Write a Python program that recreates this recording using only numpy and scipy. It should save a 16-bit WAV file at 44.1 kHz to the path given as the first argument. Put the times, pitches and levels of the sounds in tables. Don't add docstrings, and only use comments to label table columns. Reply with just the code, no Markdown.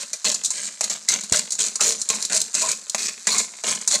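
import sys
import numpy as np
from scipy import signal
from scipy.fft import rfft, irfft
from scipy.io import wavfile

SR = 44100
rng = np.random.default_rng(int(sys.argv[2]) if len(sys.argv) > 2 else 0)


def store_wav(level_fs):
    pcm = np.round(np.clip(np.atleast_2d(level_fs), -1, 1) * 32767)
    wavfile.write(sys.argv[1], SR, pcm.T.astype(np.int16))


N = 176400
AGE = np.arange(SR * 3 // 5) / SR
PAN_RING_DB = -2.5

# (start [s], length [s], rise time [s], rattle [dB], scrape [dB], swell over stroke [dB])
STROKES = [(0.0, 0.031, 0.00053, -29.5, -40.5, -3.5), (0.246, 0.054, 0.0018, -21, -29, -4.5),
           (0.52, 0.16, 0.031, -29.5, -41, -1), (0.82, 0.056, 0.013, -32, -37.5, -10),
           (0.899, 0.07, 0.0006, -30.5, -39.5, -8.5), (1.084, .058, 0.004, -21, -31, 5.5),
           (1.324, 0.065, 0.0021, -21, -29.5, -6), (1.58, 0.098, 0.016, -21.5, -36.5, -4),
           (1.803, 0.12, 0.0064, -19.5, -33.5, -0.5), (1.99, 0.032, .004, -32, -69, -2),
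           (2.095, 0.068, 0.001, -26.5, -34, 0), (2.181, 0.061, 0.013, -32, -45.5, 0),
           (2.296, 0.034, 0.0017, -27.5, -30.5, 1), (2.321, 0.057, 0.0017, -19, -41.5, 0.5),
           (2.533, 0.085, 0.0123, -22.5, -37.5, -2.5), (2.611, 0.1, 0.011, -25, -36, 0.5),
           (2.978, 0.11, 0.0034, -25.5, -37, -1.5), (3.268, 0.13, 0.0015, -23, -31.5, -1.5),
           (3.636, 0.049, 0.0016, -27.5, -35, -1), (3.658, 0.067, 0.017, -21.5, -29, -1.5),
           (3.882, 0.074, 0.028, -19, -32.5, 3)]
# (frequency [Hz], level [dB])
SHELL_TONE = [(40, -76), (1500, -10.5), (3300, -11), (4100, 1), (5100, -2), (7100, 1.5), (8300, -0.5),
              (10000, -11), (12500, -23), (15500, -111)]
# (frequency [Hz], level [dB])
SCRAPE_TONE = [(30, -78), (100, -13), (180, -0.5), (300, -5), (600, -1.5), (1200, 4.5), (2400, 5),
               (4000, 7), (16000, -45.5)]
# (frequency [Hz], level [dB])
RUMBLE_TONE = [(60, -15), (150, -7.5), (210, 2), (300, -11), (700, -9), (2000, -51)]
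# (pitch [Hz], level [dB], time to fade by 60 dB [s])
PAN_NOTES = [(209.7, -5.5, 0.24), (446, 0, 0.063), (625, 2, 0.053), (1026, 3.5, 0.048), (1110, -11, 0.086),
             (1619, -3.5, 0.07), (2126, 6.5, 0.031), (2416, 4.5, 0.062), (2580, 2.5, 0.025),
             (2757, 1, 0.045)]


def strokes(settle_s=0.11, rattle_fade_s=0.0087, scrape_fade_s=0.013, rumble_fade_s=0.09, rumble_db=-13):
    rattle, pan = np.zeros((2, N))
    shell, blade, bowl = colour(SHELL_TONE), colour(SCRAPE_TONE), colour(RUMBLE_TONE)
    for start, length, rise, rattle_db, scrape_db, swell_db in STROKES:
        swell = undb(swell_db * (np.minimum(AGE / length, 1) - .5))
        push = np.minimum(AGE / rise, 1) * swell
        after = np.maximum(AGE - length, 0)
        settle = push * (after > 0) * np.exp(-after / settle_s)

        shoved = collisions(push * np.exp(-after / rattle_fade_s), per_s=1200, spread_db=3.7)
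        settling = undb(-13) * collisions(settle, per_s=350, spread_db=1)
        clicks = kernel_clicks(shoved + settling)
        ringing_shell = shell + undb(-8) * ring(KERNEL_NOTES, vary_db=0, detune=0.061, size=4096)
        add(rattle, start, undb(rattle_db) * shaped(clicks, ringing_shell))

        rubbing = push * np.exp(-after / scrape_fade_s) + undb(-8.5) * settle
        slips = collisions(rubbing, per_s=900, spread_db=6.5)
        scrape = shaped(slips, through(blade, burst(decay_s=0.002)))
        pan_ring = undb(PAN_RING_DB) * shaped(slips, ring(PAN_NOTES))
        add(pan, start, undb(scrape_db) * (scrape + pan_ring) / np.sqrt(2))

        rolls = collisions(push * np.exp(-after / rumble_fade_s), per_s=900, spread_db=6.5)
        add(pan, start, undb(scrape_db + rumble_db) * shaped(rolls, bowl))
    return rattle, pan


# (pitch [Hz], level [dB], time to fade by 60 dB [s])
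KERNEL_NOTES = [(4250, -13, .011), (6250, -6, .006), (7140, 0, .007), (8060, -8, .009)]


def kernel_clicks(impacts, count=40):
    struck = rng.integers(0, count, len(impacts))
    out, hits = np.zeros(len(impacts)), np.flatnonzero(impacts)
    for kernel in range(count):
        click = unit(burst(decay_s=0.0012, size=512) + ring(KERNEL_NOTES, detune=0.09, size=512) / 2)
        for i in hits[struck[hits] == kernel]:
            add(out, i / SR, impacts[i] * click)
    return out


# (time [s], click [dB], pan [dB], fade time [s])
CLACKS = [(.132, -20.5, -33.5, 0.0086), (0.245, -19, -30, 0.011), (0.316, -19.5, -56, 0.01),
          (0.344, -17, -38.5, 0.0073), (0.437, -24, -55, 0.0073), (0.446, -18.5, -44, 0.015),
          (0.457, -18.5, -53, 0.0071), (.505, -19, -37.5, 0.012), (0.8088, -15.5, -27.5, 0.0057),
          (0.841, -15.5, -33.5, 0.0047), (0.898, -22, -36.5, 0.014), (1.087, -11, -29.5, 0.0082),
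          (1.209, -27, -38, 0.0037), (1.236, -27.5, -40, 0.011), (1.297, -22, -35, 0.0015),
          (1.323, -7, -19.5, 0.0026), (1.371, -14, -33, 0.0029), (1.393, -12, -25, 0.0023),
          (1.506, -21.5, -48, 0.0051), (1.521, -19, -50, 0.012), (1.552, -23, -45, 0.0034),
          (1.604, -18.5, -41, 0.01), (1.756, -17.5, -36, 0.0057), (1.809, -12.5, -22.5, 0.0062),
          (2.016, -17, -65, 0.0051), (2.089, -14, -43, 0.0042), (2.101, -12, -20, 0.0048),
          (2.225, -17, -35, 0.0034), (2.25, -19, -59, 0.0076), (2.348, -14.5, -33, 0.0029),
          (2.364, -17.5, -30, 0.0043), (2.403, -19, -54, 0.0054), (2.415, -13.5, -40, 0.0041),
          (2.55, -14.5, -32, 0.0071), (2.619, -18.5, -39, 0.011), (2.69, -18, -31.5, 0.006),
          (2.715, -17, -65, 0.0081), (2.897, -17.5, -44, 0.0039), (2.947, -18.5, -26.5, 0.0078),
          (3.27, -13.5, -22.5, 0.0093), (3.381, -16.5, -39, 0.025), (3.448, -27, -53, .002),
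          (3.642, -36, -25, .007), (3.749, -24, -36.5, 0.01), (3.813, -26.5, -39.5, 0.0066),
          (3.876, -12.5, -34, 0.0094)]
# (frequency [Hz], level [dB])
CLACK_TONE = [(40, -75), (1500, -38), (3300, -14), (4200, 0), (5200, -2.5), (7100, 6), (8300, 0),
              (10000, -11), (12500, -24), (15500, -71)]


def clacks():
    rattle, pan = np.zeros((2, N))
    shell, blade = colour(CLACK_TONE), colour(SCRAPE_TONE)
    for at, click_db, pan_db, fade_s in CLACKS:
        hit = burst(fade_s) + undb(-14.5) * burst(decay_s=0.0001)
        hit = np.pad(hit, (0, SR // 10))
        strength = np.sqrt(fade_s * SR)
        kernel_ring = undb(-12.5) * through(hit, ring(KERNEL_NOTES, vary_db=0.5, detune=0.012))
        add(rattle, at, undb(click_db) * strength * unit(through(hit, shell) + kernel_ring))
        pan_ring = undb(PAN_RING_DB) * through(hit, ring(PAN_NOTES))
        add(pan, at, undb(pan_db) * strength * unit(through(hit, blade) + pan_ring))
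    return rattle, pan


# (time [s], level [dB])
KNOCKS = [(0.8094, -21.5), (2.947, -17), (3.638, -30)]
# (frequency [Hz], level [dB])
KNOCK_TONE = [(40, -23), (350, -11), (650, 12.5), (1000, 5), (1500, -1), (3500, -6), (6500, 7),
              (15000, -58)]
# (time [s], level [dB])
THUMPS = [(1.32, -25)]
# (frequency [Hz], level [dB])
THUMP_TONE = [(25, -12), (60, 17.5), (130, 21), (240, 18), (455, 10), (1080, -18), (3600, -57)]


def knocks(contact_s=0.0039, bounce_s=0.00496, bounce_db=-8, ring_db=-11, thump_s=0.0068):
    out, blow = np.zeros(N), colour(KNOCK_TONE)
    for at, db in KNOCKS:
        gain = undb(db) * np.sqrt(contact_s * SR)
        add(out, at, gain * blow)
        add(out, at + bounce_s, gain * undb(bounce_db) * blow)
        add(out, at, gain * undb(ring_db) * ring(PAN_NOTES))
    for at, db in THUMPS:
        add(out, at, undb(db) * np.sqrt(thump_s * SR) * colour(THUMP_TONE))
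    return out


# (start [s], length [s], pitch [Hz], level [dB])
CHATTERS = [(0.244, 0.037, 4290, -23), (0.264, 0.044, 592, -35), (1.083, 0.01, 2120, -27),
            (1.338, 0.015, 1460, -27), (1.341, 0.014, 600, -31.5), (1.589, 0.031, 3160, -31.5),
            (1.795, 0.04, 840, -38), (1.79, 0.047, 1320, -32.5), (1.828, 0.083, 7000, -24.5),
            (1.855, 0.072, 449, -37), (2.313, 0.061, 645, -35.5), (2.536, 0.13, 2530, -37.5),
            (2.606, 0.065, 637, -34.5), (2.613, 0.074, 998, -31.5), (2.673, 0.066, 2350, -36.5),
            (3.304, 0.04, 4330, -23), (3.313, 0.075, 1080, -32.5), (3.916, 0.049, 4200, -24.5),
            (3.933, 0.036, 579, -32.5)]


def chatters(waver=0.012, waver_hz=11, ring_cycles=53):
    out = np.zeros(N)
    for at, length, hz, db in CHATTERS:
        arch = np.sin(np.pi * np.minimum(AGE / length, 1))
        pressure = np.sqrt(np.maximum(arch, 0))
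        pitch = hz * (1 + waver * np.sin(2 * np.pi * (waver_hz * AGE + rng.random())))
        wave = np.exp(2j * np.pi * np.cumsum(pitch) / SR)
        slips = collisions(pressure, per_s=1500, spread_db=2)
        note = through(slips / wave, fade(ring_cycles / hz)) * wave
        add(out, at, undb(db) * unit(note.real) * np.sqrt(np.sum(pressure ** 2)))
    return out


def trickle():
    slide = undb(-42.5) * collisions(np.ones(N), per_s=650, spread_db=1)
    ticks = undb(-53) * collisions(np.ones(N), per_s=82, spread_db=0)
    return shaped(kernel_clicks(slide + ticks), colour(SHELL_TONE))


def kitchen_echo(x, db, fade_s, delay_s=0.0035):
    tail = rng.standard_normal(len(AGE)) * fade(fade_s) * (AGE > delay_s)
    return x + undb(db) * through(x, unit(tail))


def kitchen_hiss(db=-58):
    tone = colour([(20, -30), (1500, 0), (15000, -35)])
    return undb(db) * through(rng.standard_normal(N), tone)


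def collisions(effort, per_s, spread_db):
    share = effort / effort.max()
    hit = rng.random(len(effort)) < per_s * share / SR
    size = undb(spread_db * np.clip(rng.standard_normal(len(effort)), -2, 2))
    direction = rng.choice([-1, 1], len(effort))
    return unit(hit * size * direction * np.sqrt(share)) * np.sqrt(np.sum(effort ** 2))


def ring(notes, vary_db=3, detune=0.04, size=8192):
    out = np.zeros(size)
    for hz, db, fade_s in notes:
        louder, higher, direction = rng.standard_normal(3)
        wave = np.sign(direction) * np.sin(2 * np.pi * hz * (1 + detune * higher) * AGE[:size])
        out += undb(db + vary_db * louder) * unit(wave * fade(fade_s)[:size])
    return unit(out)


def burst(decay_s, size=4096):
    return unit(rng.standard_normal(size) * np.exp(-AGE[:size] / decay_s))


def fade(seconds):
    return np.exp(-np.log(1000) * AGE / seconds)


def colour(tone, size=4096):
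    hz, db = np.array(tone).T
    curve_db = np.interp(np.log(np.arange(size // 2 + 1) * SR / size + 1), np.log(hz), db)
    cepstrum = irfft(np.log(undb(curve_db)))
    cepstrum[1:size // 2] *= 2
    cepstrum[size // 2 + 1:] = 0
    return unit(irfft(np.exp(rfft(cepstrum))))


def through(x, response):
    return signal.fftconvolve(x, response)[:len(x)]


def shaped(x, response):
    return unit(through(x, response)) * np.sqrt(np.sum(x ** 2))


def undb(db):
    return 10 ** (np.asarray(db) / 20)


def unit(x):
    return x / np.sqrt(np.sum(x ** 2) + 1e-18)


def add(out, at_s, x):
    i = max(int(at_s * SR), 0)
    out[i:i + len(x)] += x[:len(out) - i]


def scene():
    rattle, pan = np.sum([strokes(), clacks()], axis=0)
    bass_cut = signal.butter(4, 140, "high", fs=SR, output="sos")
    pan = signal.sosfilt(bass_cut, pan)
    hiss = kitchen_hiss()
    kernels_in_room = kitchen_echo(rattle + trickle(), db=-10.5, fade_s=0.27)
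    pan_in_room = kitchen_echo(pan + knocks() + chatters(), db=-13, fade_s=0.2)
    return (kernels_in_room + pan_in_room + hiss)[None]


def record(dry):
    treble_cut = signal.ellip(8, .2, 70, 15500, fs=SR, output="sos")
    return signal.sosfilt(treble_cut, np.tanh(dry))


dry = scene()
out = record(dry)
store_wav(out)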